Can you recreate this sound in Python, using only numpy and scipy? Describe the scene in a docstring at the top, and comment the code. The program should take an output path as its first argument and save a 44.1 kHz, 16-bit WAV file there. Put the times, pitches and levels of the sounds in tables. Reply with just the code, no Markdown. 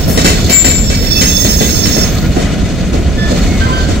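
"""At a road crossing, a long freight train rolls through a curve a few car lengths away.
The cars rumble, steel roars on steel, and bogies clank and rattle as wheels strike the rail joints.
Flanges grind on the rail, and stick-slip friction drives the ring modes of the wheels: one long
squeal hops between two groups of modes; later other wheels give a few lower, shorter squeals."""
import sys
import numpy as np
from scipy import signal
from scipy.fft import rfft, irfft
from scipy.io import wavfile

SR = 44100
rng = np.random.default_rng(int(sys.argv[2]) if len(sys.argv) > 2 else 0)


def wav_record(signal):
    """Record a signal, one row per channel, as 16-bit PCM in the file named by sys.argv[1]."""
    frames = np.transpose(np.atleast_2d(signal))
    bounded = np.clip(frames, -1, 1)
    # unit amplitude maps onto the largest positive 16-bit level
    quanta = np.round(bounded * 32767).astype(np.int16)
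    wavfile.write(sys.argv[1], SR, quanta)


N = 176400
TIME = np.arange(N) / SR
FREQS = np.maximum(np.arange(N // 2 + 1) * SR / N, 1)
CUTOFF_HZ = 15800
NEAR_LAG_S = .00047   # sound from the near wheels reaches the left port this much later


def from_db(db):
    """Amplitude ratio: a factor of ten per 20 dB."""
    return 10 ** (np.asarray(db) / 20)


def unit_rms(x):
    """Normalisation to unit mean power."""
    return x / np.sqrt(np.mean(np.abs(x) ** 2) + 1e-20)


def in_time(rows):
    """Linear interpolation of each column at every sample."""
    times, *columns = np.transpose(rows)
    return [np.interp(TIME, times, column) for column in columns]


def at_hz(points):
    """Interpolation over log frequency at every bin."""
    hz, value = np.transpose(points)
    return np.interp(np.log(FREQS), np.log(hz), value)


def bandpass(points):
    """Band-pass response: follows a spectrum and falls steeply beyond its ends."""
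    below, above = .85 * points[0][0] / FREQS, .85 * FREQS / points[-1][0]
    return from_db(at_hz(points)) / np.sqrt(1 + below ** 12 + above ** 12)


def pan(db):
    """Constant-power panning; db is the level of left over right."""
    ratio = np.atleast_1d(from_db(db))
    return np.array([ratio, np.ones_like(ratio)]) * np.sqrt(2 / (1 + ratio ** 2))


def from_right(x, lag_s):
    """Path difference: a source on the right reaches the left microphone port late."""
    return np.array([np.pad(x[0], (round(lag_s * SR), 0))[:N], x[1]])


def drift(corner_hz):
    """Random modulation: low-passed Gaussian noise of unit RMS."""
    step, settle = 20, 4000
    pole = np.exp(-2 * np.pi * corner_hz * step / SR)
    white = rng.standard_normal(N // step + settle + 2)
    slow = signal.lfilter([1], [1, -2 * pole, pole * pole], white)[settle:]
    return np.interp(np.arange(N) / step, np.arange(len(slow)), unit_rms(slow))


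def envelope(start, attack, hold, decay):
    """Linear rise, then exponential damping from `hold` seconds after the start."""
    age = TIME - start
    return np.clip(age / attack, 0, 1) * np.exp(-np.maximum(age - hold, 0) / decay)


def mid_side(mid, side, correlation):
    """Partial coherence: a common part plus a part of opposite sign in the two channels."""
    return np.sqrt(1 + correlation) * mid + np.sqrt(1 - correlation) * side * [[1], [-1]]


# Likeness of the sound field at the two ports: f/Hz, correlation (0-1)
CORRELATION = [(30, .55), (60, 0.79), (130, 0.85), (250, 0.85), (500, 0.86), (1000, 0.91), (2000, .66),
               (4000, 0.42), (8000, 0.07), (15000, 0)]


def noise(gain):
    """Spatial coherence: coloured stereo noise, alike in the bass and diffuse in the treble."""
    mid, side = rfft(rng.standard_normal((2, N)))
    return unit_rms(irfft(gain * mid_side(mid, side, at_hz(CORRELATION)), N))


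def rough_noise(gain, depth_db, rate_hz):
    """Amplitude modulation: the octave bands of a noise flicker, partly together."""
    together = drift(rate_hz)
    out = 0
    for octave in range(4, 15):
        band = gain * np.sqrt(np.maximum(1 - np.abs(np.log2(FREQS) - octave), 0))
        if band.max() > gain.max() / 100:
            carrier = np.linalg.norm(band) * noise(band)
            out = out + carrier * from_db(depth_db * (together + drift(rate_hz)) / np.sqrt(2))
    return unit_rms(out)


def dense_modes(depth_db):
    """High modal density: the many narrow resonances of large steel parts, as a gain per bin."""
    return from_db(depth_db * drift(74)[:len(FREQS)])


# Rumble spectrum: f/Hz, level/dB. Its course: t/s, level/dB. All tabulated levels are relative.
RUMBLE_SPECTRUM = [(12, -42), (20, -6.5), (54, 2), (77, 0), (119, -6.5), (192, -4.5), (268, -9), (352, -15),
                   (676, -21), (818, -39), (900, -31.5), (1170, -62), (1980, -120)]
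RUMBLE_LEVEL = [(0.0, -12.5), (0.47, -10), (0.57, -16.5), (0.66, -12.5), (2.84, -12.5), (4.0, -11.5)]


def car_rumble():
    """Low-frequency radiation: the moving cars give a lumpy rumble."""
    gain = from_db(in_time(RUMBLE_LEVEL)[0] + 1) * pan(.14)
    rumble = rough_noise(bandpass(RUMBLE_SPECTRUM), depth_db=1.25, rate_hz=33)
    return from_right(gain * rumble, lag_s=.00026)


# Spectrum of steel rolling on steel: f/Hz, level/dB. Its course: t/s, level/dB
ROLLING_SPECTRUM = [(410, -30), (700, -0.5), (874, -19.5), (1180, -8.5), (1720, -11), (1910, -10.5),
                    (2200, -12), (3130, -14.5), (5140, -19), (6090, -17), (15800, -51)]
ROLLING_LEVEL = [(0, -27), (.5, -26.5), (.75, -32.5), (1.8, -31), (2.05, -25), (2.3, -28), (2.42, -25.5),
                 (2.75, -28.5), (3.2, -28.5), (3.36, -25), (4, -26.5)]


def rolling_roar():
    """Rolling noise: wheel-rail contact excites the resonances of the steel, straight ahead."""
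    roar = rough_noise(bandpass(ROLLING_SPECTRUM) * dense_modes(3), depth_db=1.56, rate_hz=19)
    return from_db(in_time(ROLLING_LEVEL)[0] + 1.5) * pan(2) * roar


# Spectra of the car's thud, the steel's clang and the bright splash: f/Hz, level/dB
THUD_SPECTRUM = [(70, -25), (150, -4.5), (250, 0), (450, -5), (700, -8.5), (900, -21.5), (1500, -23.5)]
CLANG_SPECTRUM = [(470, -43), (800, -16), (1180, -10.5), (2300, -0.5), (3230, -9.5), (4340, -1.5),
                  (5770, -16.5), (6220, -9.5), (7280, -4.5), (8810, -14.5), (10000, -21), (13000, -51),
                  (22000, -120)]
SPLASH_SPECTRUM = [(6000, -11), (8000, -13), (10000, -1.5), (12000, 2.5), (16000, -0.5)]
# Resonances of a bogie: f/Hz, bandwidth/Hz, level/dB
BOGIE_MODES = [(1995, 5.7, -21), (2257, 48, 0), (3060, 23, 8), (3530, 48, -8.5), (4040, 18, -24),
               (4510, 140, -9.5), (5463, 300, 1), (6280, 190, -7)]
# Impacts at joints: t/s, peak/dB (not played), thud/dB, clang/dB, splash/dB, rattle length/s
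IMPACTS = [(0.078, -17, -13, -40, -19, 0.022), (0.1735, -6, -11, -14.5, -35, 0.018),
           (0.2437, -3, -9.5, -10.5, -21.5, 0.039), (0.4946, -5, -12.5, -13.5, -16, 0.029),
           (0.6428, 2, -11, -16, -21, 0.042), (0.899, -10, -20, -20, -45, 0.036),
           (1.026, -14, -31, -25, -39, 0.03), (1.21, -2.5, -13.5, -13.5, -20.5, 0.011),
           (1.445, -12, -14.5, -21.5, -33, 0.037), (1.6055, -9, -11.5, -17, -30, 0.038),
           (1.8545, -9, -23, -18.5, -33, 0.014), (1.965, -13, -10, -26, -40, 0.034),
           (2.364, -16, -10.5, -27.5, -43, 0.042), (2.93, -19, -12, -31.5, -45, 0.03),
           (3.3064, -15, -12, -32, -45, 0.041), (3.885, -16, -16, -29, -47, 0.038)]


def joint_clanks():
    """Impact excitation: a wheel drops at a joint, the car thuds, loose steel rattles and rings."""
    attack_s = .002
    thud = clang = splash = 0
    for start, _, thud_db, clang_db, splash_db, rattle_s in IMPACTS:
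        knock = from_db(2) * envelope(start, attack_s, attack_s, decay=.011)
        crack = from_db(-3) * envelope(start, attack_s, attack_s, decay=.0095)
        boom = envelope(start, attack_s, rattle_s / 2, decay=.052)
        rattle = envelope(start, attack_s, rattle_s, decay=.066)
        thud = thud + from_db(thud_db - 1.5) * np.hypot(knock, boom)   # hypot adds powers
        clang = np.hypot(clang, from_db(clang_db + 1) * np.hypot(crack, rattle))
        splash = splash + from_db(splash_db - 3) * envelope(start, attack_s, rattle_s, decay=.047)
    bogie = sum(from_db(db) / (1 + ((FREQS - hz) / (width / 2)) ** 2) for hz, width, db in BOGIE_MODES)
    steel = rough_noise(bandpass(CLANG_SPECTRUM) * dense_modes(5), depth_db=1.5, rate_hz=46)
    steel = steel + from_db(-6) * noise(bogie)
    hiss = rough_noise(bandpass(SPLASH_SPECTRUM), depth_db=1.2, rate_hz=130)
    low = from_right(thud * noise(bandpass(THUD_SPECTRUM)), lag_s=.00038)
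    return low + from_right(clang * steel + splash * hiss, NEAR_LAG_S)


# Spectrum of flanges rubbing the rail: f/Hz, level/dB. Its course: t/s, level/dB
GRIND_SPECTRUM = [(1200, -17.5), (2200, -5.5), (2600, -8), (2950, -16.5), (3450, 7), (4000, 1), (4600, 3.5),
                  (5600, -2), (6400, 1.5), (7500, 5), (9000, -14.5), (12000, -16.5), (16000, -17)]
GRIND_LEVEL = [(0, -28), (.4, -20.5), (.8, -24.5), (1.3, -22), (1.95, -21.5), (2.25, -30), (3.15, -37),
               (3.35, -24), (3.7, -32.5), (3.92, -22.5), (4, -47)]


def flange_grind():
    """Sliding friction: flanges rub the rail with a rough, broadband hiss."""
    hiss = rough_noise(bandpass(GRIND_SPECTRUM) * dense_modes(3), depth_db=3.2, rate_hz=32)
    return from_db(in_time(GRIND_LEVEL)[0]) * pan(-7) * hiss


# Spectrum of the highest wheel modes: f/Hz, level/dB. Its course: t/s, level/dB, pan/dB
SIZZLE_SPECTRUM = [(8500, -13), (10500, -16), (11500, 0), (13000, -2.5), (14700, -6), (16000, 1)]
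SIZZLE_LEVEL = [(0, -30, -13), (.4, -33, 0), (.9, -33, -3), (1.2, -21.5, -20), (1.5, -22, -16),
                (2.0, -26, -18), (2.2, -34.5, -16), (2.5, -47, 5), (3.15, -47, 0), (3.35, -42, -14),
                (4, -47, -5)]


def wheel_sizzle():
    """Broadband excitation: the narrow, crowded high modes of the wheels sizzle."""
    level_db, pan_db = in_time(SIZZLE_LEVEL)
    gain = from_db(level_db + .88 * drift(16)) * pan(pan_db)
    return gain * noise(bandpass(SIZZLE_SPECTRUM) * dense_modes(3.2))


def ring_mode(hz, flutter=.55, skirt=.6):
    """Multipath scattering: a friction-driven, wandering sine flutters differently on each side."""
    wandering_hz = hz * (1 + .0008 * drift(8.8))
    phasor = np.exp(2j * np.pi * np.cumsum(wandering_hz) / SR)
    # slow scatter is heard as flutter; fast scatter widens the spectral line into a skirt
    mid, side = [flutter * (drift(14) + 1j * drift(14)) + skirt * (drift(70) + 1j * drift(70))
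                 for _ in range(2)]
    scatter = mid_side(mid, side, correlation=.36) / 2
    return unit_rms((phasor * (1 + scatter)).real)


# Brief squeals: t/s, length/s, decay time/s, f/Hz, level/dB, pan/dB, overtone loss/(dB per octave)
SHORT_SQUEALS = [(0.51, 0.095, 0.031, 7290, -5.5, 26, 38), (0.637, 0.087, 0.076, 7288, -10, 14, 38),
                 (.495, .06, .06, 2259, -20, -4, 30), (.66, .05, .08, 2261, -25, -4, 30),
                 (.90, .04, .04, 2280, -26, -3, 30), (0.51, 0.28, 0.12, 13040, -36, 3, 30),
                 (1.145, 0.044, 0.039, 2620, -18.5, -2, 25), (1.095, 0.076, .04, 3523, -22, -7, 25),
                 (1.288, .12, 0.036, 3523, -20.5, -16, 25), (1.38, 0.1, 0.032, 1960, -33, 0, 25),
                 (1.6, 0.034, 0.043, 3523, -19, -15, 25), (3.168, 0.073, 0.071, 1745, -21, -4.5, 7.5),
                 (3.45, 0.13, .05, 2176, -30, -4, 26), (3.60, 0.034, 0.032, 1562, -15, -3.5, 13),
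                 (3.71, 0.1, 0.063, 1555, -20.5, -2.5, 8), (3.648, 0.031, 0.024, 2058, -23, -5, 24),
                 (3.645, 0.061, 0.085, 1030, -18.5, -3, 27)]


def short_squeals():
    """Mode locking: a wheel sings briefly in a single mode, with weak harmonics."""
    out = 0
    for start, length, decay, hz, db, pan_db, loss_db in SHORT_SQUEALS:
        tone = sum(from_db(-loss_db * np.log2(k)) * ring_mode(k * hz, flutter=.35, skirt=.27)
                   for k in range(1, 4) if k * hz < CUTOFF_HZ)
        out = out + from_db(db) * pan(pan_db) * envelope(start, .025, length, decay) * tone
    return out


# Ring modes of a wheel: f/Hz, level/dB, pan/dB, group (0 lower drive, 1 upper drive)
WHEEL_MODES = [(972, -20, 0, 1), (1775, -21, 2, 0), (2621, -20, 0, 0), (3522, -14, -12, 0),
               (4474, -13.5, -9, 0), (5434, 2.5, -14, 0), (6416, .5, -14, 1), (7388, -7, -7, 1),
               (8345, -18, -7, 1), (9318, -12.5, -3, 1), (10244, -24, -8, 1), (11224, -22, -13, 0),
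               (12118, -21, -14, 0), (12850, -20, -14, 1), (14777, -15, -18, 1), (15472, -24, -18, 1),
               (15741, -21, -18, 1)]


def flange_touch():
    """Transient excitation: a brief flange contact draws a bright zing from a slightly detuned wheel."""
    detune, tilt_db_per_octave = .992, 2
    ring = 0
    for hz, db, pan_db, _ in WHEEL_MODES:
        level_db = db / 2 + tilt_db_per_octave * np.log2(hz / WHEEL_MODES[0][0])
        ring = ring + from_db(level_db) * pan(pan_db / 2 + 10) * ring_mode(hz * detune)
    return from_db(-22) * unit_rms(ring) * envelope(start=.087, attack=.0093, hold=.07, decay=.036)


# Friction drive of the two groups of WHEEL_MODES: t/s, lower level/dB, upper level/dB
SQUEAL_DRIVE = [(0, -28.5, -42), (.45, -40, -43), (.85, -30, -39), (1.10, -22, -43), (1.125, -12.5, -30),
                (1.20, -13, -17.5), (1.27, -20, -15.5), (1.36, -18.5, -16.5), (1.41, -20.5, -13),
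                (1.52, -19.5, -16.5), (1.66, -27, -21), (1.78, -21, -17), (1.83, -16.5, -22),
                (1.88, -20.5, -20), (2.04, -16, -20), (2.075, -36, -27), (2.2, -47, -46), (2.7, -70, -66)]
# Pitch of the sixth mode, which the others follow in proportion: t/s, f/Hz
SQUEAL_PITCH = [(0, 5405), (.7, 5385), (1.15, 5426), (1.5, 5431), (2.05, 5442)]


def wheel_squeal():
    """Self-excited vibration: stick-slip keeps a wheel's modes singing, each stuttering on its own."""
    pitch_ratio = in_time(SQUEAL_PITCH)[0] / WHEEL_MODES[5][0]
    lower_db, upper_db = in_time(SQUEAL_DRIVE)
    out = 0
    for hz, db, pan_db, group in WHEEL_MODES:
        drive_db = upper_db if group else lower_db
        stutter_db = 1.2 * drift(22)
        out = out + from_db(db + drive_db + stutter_db) * pan(pan_db) * ring_mode(hz * pitch_ratio)
    return out


def scene():
    """Superposition of the whole train; the squealing wheels are the near ones on the right."""
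    background = car_rumble() + rolling_roar() + joint_clanks()
    near_wheels = flange_grind() + wheel_sizzle() + wheel_squeal() + flange_touch() + short_squeals()
    return background + from_right(near_wheels, NEAR_LAG_S)


# Colour of the two microphone ports: f/Hz, left over right level/dB
PORT_BALANCE = [(300, -1), (1300, 0), (3500, 0), (6500, -0.5), (7300, 8.5), (8200, 20), (9500, 5),
                (11000, 5), (16000, -6)]


def record(dry):
    """Microphone response: port colour, saturation of the highest peaks and a steep low-pass."""
    coloured = irfft(rfft(dry) * pan(at_hz(PORT_BALANCE)), N)
    saturated = coloured / (1 + coloured ** 8) ** (1 / 8)
    return irfft(rfft(saturated) / np.sqrt(1 + (FREQS / CUTOFF_HZ) ** 400), N)


dry = scene()
out = record(dry)
wav_record(out)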